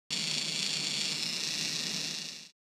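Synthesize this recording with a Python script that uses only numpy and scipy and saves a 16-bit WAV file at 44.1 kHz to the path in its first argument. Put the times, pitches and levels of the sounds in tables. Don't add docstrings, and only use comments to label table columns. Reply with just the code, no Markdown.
import sys
import numpy as np
from scipy import signal
from scipy.fft import rfft, irfft, next_fast_len
from scipy.io import wavfile

SR = 44100
rng = np.random.default_rng(int(sys.argv[2]) if len(sys.argv) > 2 else 0)


def to_wav(sig):
    pcm = np.clip(np.atleast_2d(sig), -1, 1) * 32767
    pcm = np.round(pcm).astype(np.int16)
    wavfile.write(sys.argv[1], SR, pcm.T)


N = 116865
TIME_S = np.arange(N) / SR

# time_s, tooth_rate_hz
GEAR_SPEED = [(0.1, 156.19), (0.3, 155.32), (0.6, 158.21), (0.8, 157.43), (1.05, 157.13), (1.2, 157.64),
              (1.45, 156.07), (1.6, 154.17), (1.9, 156.58), (2.25, 158.36), (2.5, 158.45)]
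def gear_rotation():
    return np.cumsum(in_time(GEAR_SPEED)) / SR


# start_s, level_db (above a usual clack)
TOOTH_SNAGS = [(0.1294, 7), (.1687, 3), (0.3115, 5.5), (0.3407, 5), (0.3814, 6.5), (0.5526, 2),
               (0.6279, 6.5), (0.6636, 6), (0.6968, 1.5), (0.7364, 6.5), (0.8691, 4), (1.015, 3.5),
               (1.2317, 6.5), (1.6106, 3)]
def tooth_knocks(teeth):
    first_tooth, turns_per_tooth, tight_spot_turns = .34, .1805, .74
    wobble_db, uneven_db, jitter_s = 2.5, 2.5, .0002
    rebound_s, rebound_db = .0026, -9
    strays_per_s, stray_db = 81, -11.5
    tooth = np.arange(int(teeth[-1])) + first_tooth
    timing, strength, rebound_timing, rebound_strength = rng.standard_normal((len(tooth), 4)).T
    start_s = np.interp(tooth, teeth, TIME_S) + jitter_s * timing
    tightness = np.cos(2 * np.pi * (tooth * turns_per_tooth - tight_spot_turns))
    level_db = wobble_db * tightness + uneven_db * np.tanh(strength)
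    for snag_s, snag_db in TOOTH_SNAGS:
        nearest = np.argmin(abs(start_s - snag_s))
        start_s[nearest], level_db[nearest] = snag_s, snag_db
    rebounds = clicks(start_s + rebound_s * (1 + .18 * rebound_timing),
                      level_db + rebound_db + uneven_db * rebound_strength)
    stray_s = np.flatnonzero(rng.random(N) < strays_per_s / SR) / SR
    return clicks(start_s, level_db) - rebounds + clicks(stray_s, stray_db)


# frequency_hz, gain_db
CLACK_COLOUR = [(500, -13), (1500, -6.5), (2600, -5), (4300, 2.5), (6000, 1.5), (9000, -1), (11000, -1.5),
                (15000, -8)]
def clacks(knocks):
    chatter_s, chatter_db = .0012, -8
    energy_decay = np.exp(-np.arange(SR // 100) / (chatter_s * SR))
    chatter = np.sqrt(np.convolve(knocks ** 2, energy_decay)[:N]) * rng.standard_normal(N)
    contact = rms_one(knocks) + from_db(chatter_db) * rms_one(chatter)
    return coloured(between_walls(contact), CLACK_COLOUR)


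# round_trip_s, reflected_share (capped at 0.95)
WALL_ECHOES = [(.00065, 0.62), (0.000257, 0.48), (.0011, 0.98)]
def between_walls(x):
    size = 2 * next_fast_len(N)
    hz = np.arange(size // 2 + 1) * SR / size
    spectrum = rfft(x, size)
    for round_trip_s, share in WALL_ECHOES:
        delay = np.exp(-2j * np.pi * hz * round_trip_s)
        reflected = min(share, .95)
        spectrum = spectrum * (delay - reflected) / (1 - reflected * delay)
    return irfft(spectrum)[:N]


# frequency_hz, gain_db
RUB_COLOUR = [(1200, -3), (2600, -2), (4300, -6), (6500, -12), (9000, 2.5), (12000, 1.5)]
def rubbing():
    friction_db, grit_per_s, grit_db = -3.5, 550, -10.5
    grit = (rng.random(N) < grit_per_s / SR) * rng.standard_normal(N)
    friction = from_db(friction_db) * rng.standard_normal(N)
    return coloured(friction + from_db(grit_db) * rms_one(grit), RUB_COLOUR)


# time_s, position (0 on its side, 1 half turned, 2 gear facing up)
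BOX_TILT = [(1.0, 0.11), (1.22, 0.74), (1.38, 1.4), (1.52, 2.16)]
# frequency_hz, gain_db
ON_SIDE_COLOUR = [(100, -51), (300, -20.5), (900, -15.5), (1550, -18.5), (1960, -11), (2310, -1.5),
                  (2600, -3), (2800, -1.5), (3060, -6.5), (3400, 2), (3670, -7.5), (4010, -9.5), (4410, 0),
                  (4850, -6.5), (5050, -18.5), (5430, -6.5), (6050, -16), (7280, -6), (7790, -17),
                  (8900, -16.5), (10200, -28), (12500, -35.5), (15000, -40)]
HALF_TURNED_COLOUR = [(100, -58), (300, -24.5), (900, -12.5), (1600, -13.5), (2380, -0.5), (2570, -2),
                      (2820, 4), (3090, -15.5), (3540, -5.5), (4250, -0.5), (4810, -15), (5150, 5.5),
                      (5450, -3), (6400, -18), (7140, -9.5), (9360, -19.5), (10500, -28.5), (12500, -27.5),
                      (15000, -36.5)]
GEAR_UP_COLOUR = [(100, -47.5), (300, -16.5), (900, -15.5), (1550, -16.5), (1900, -1.5), (2100, -9),
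                  (2300, -2.5), (2800, 2), (3060, -13), (3450, -4), (4100, -0.5), (4680, -5.5),
                  (5400, -1.5), (6490, -8), (7210, -11.5), (8330, -15), (10300, -25.5), (12500, -31),
                  (15000, -30.5)]
# pitch_hz, relative_level_db, t60_s
SHELL_MODES = [(2824, -22, .05), (3464, -20, .06), (3909, -23, .08), (4421, -18, .05), (5261, -24, .06),
               (5431, -23, .05), (7156, -28, .07), (7450, -29, .06)]
STEEL_BOLT_MODES = [(11860, -36, .08), (12090, -36, .08), (12900, -36, .08), (13800, -41, .08)]
# time_s, gain_db
RATTLE_GAIN = [(.1, -36), (.36, -35), (.46, -36.5), (.62, -34.5), (.8, -36.5), (1.0, -33.5), (1.15, -36),
               (1.42, -36.5), (1.52, -34.5), (1.69, -34), (1.77, -36.5), (1.98, -34.7), (2.15, -36),
               (2.5, -34.5)]
def housing(force):
    tilt = in_time(BOX_TILT)
    bolts = np.clip(tilt, 0, 1) * ringing(force, STEEL_BOLT_MODES)
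    rattle = ringing(force, SHELL_MODES) + bolts
    for position, colour in enumerate((ON_SIDE_COLOUR, HALF_TURNED_COLOUR, GEAR_UP_COLOUR)):
        weight = np.clip(1 - abs(tilt - position), 0, 1)
        rattle += weight * coloured(force, colour)
    return rattle * from_db(in_time(RATTLE_GAIN))


# frequency_hz, gain_db
RUMBLE_COLOUR = [(25, -29.5), (60, -32), (110, -36), (135, -8), (155, -1), (200, -2), (280, -7.5),
                 (450, -13), (800, -18.5), (1500, -21), (4000, -29.5), (10000, -64)]
# time_s, level_db
RUMBLE_SWELL = [(.1, -45), (.38, -45.5), (.45, -47), (.55, -46), (.72, -46.5), (.85, -45.5), (1.05, -46),
                (1.13, -44.5), (1.2, -46.5), (1.33, -48), (1.42, -46), (1.68, -45.5), (1.73, -47.5),
                (1.8, -45), (1.95, -45.5), (2.04, -44.5), (2.2, -46.5), (2.5, -45.5)]
def rumble(teeth):
    noise = coloured(rng.standard_normal(N), RUMBLE_COLOUR) * from_db(in_time(RUMBLE_SWELL))
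    hum = from_db(-55) * np.sin(2 * np.pi * teeth)
    return noise + hum


def room(x):
    t60_s, level_db, delay_s = .22, -13, .0064
    t = np.arange(SR // 2) / SR
    tail = rng.standard_normal(len(t)) * np.exp(-np.log(1000) * t / t60_s) * (t > delay_s)
    return from_db(level_db) * signal.fftconvolve(x, tail / np.linalg.norm(tail))[:N]


def clicks(start_s, level_db):
    blows = np.zeros(N)
    np.add.at(blows, np.clip((start_s * SR).astype(int), 0, N - 1), from_db(level_db))
    return blows


def ringing(x, modes):
    ring = 0
    for pitch_hz, level_db, t60_s in modes:
        radius = 10 ** (-3 / (t60_s * SR))
        feedback = [1, -2 * radius * np.cos(2 * np.pi * pitch_hz / SR), radius ** 2]
        ring += from_db(level_db) * rms_one(signal.lfilter([1, 0, -1], feedback, x))
    return ring


def coloured(x, colour):
    size = 2 * next_fast_len(N)
    hz, db = np.transpose(colour)
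    bin_hz = np.arange(size // 2 + 1) * SR / size
    gain = rms_one(from_db(np.interp(np.log(bin_hz + 1), np.log(hz), db)))
    cepstrum = irfft(np.log(gain))
    cepstrum[1:size // 2] *= 2
    cepstrum[size // 2 + 1:] = 0
    return irfft(rfft(x, size) * np.exp(rfft(cepstrum)))[:N]


def from_db(db):
    return 10 ** (np.asarray(db) / 20)


def rms_one(x):
    return x / np.sqrt(np.mean(x ** 2) + 1e-20)


def in_time(rows):
    return np.interp(TIME_S, *np.transpose(rows))


def scene():
    teeth = gear_rotation()
    force = rms_one(clacks(tooth_knocks(teeth)) + rubbing())
    gearbox = housing(force)
    at_microphone = gearbox + room(gearbox) + rumble(teeth)
    hiss = from_db(-90.5) * rng.standard_normal((2, N))
    return at_microphone + hiss


def record(dry):
    start_s, fade_from_s, fade_to_s, cutoff_hz = .1055, 1.98, 2.524, 15100
    fader = (TIME_S > start_s) * np.clip((fade_to_s - TIME_S) / (fade_to_s - fade_from_s), 0, 1)
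    low_pass = signal.ellip(12, .1, 80, cutoff_hz, fs=SR, output="sos")
    return signal.sosfilt(low_pass, dry * fader)


dry = scene()
out = record(dry)
to_wav(out)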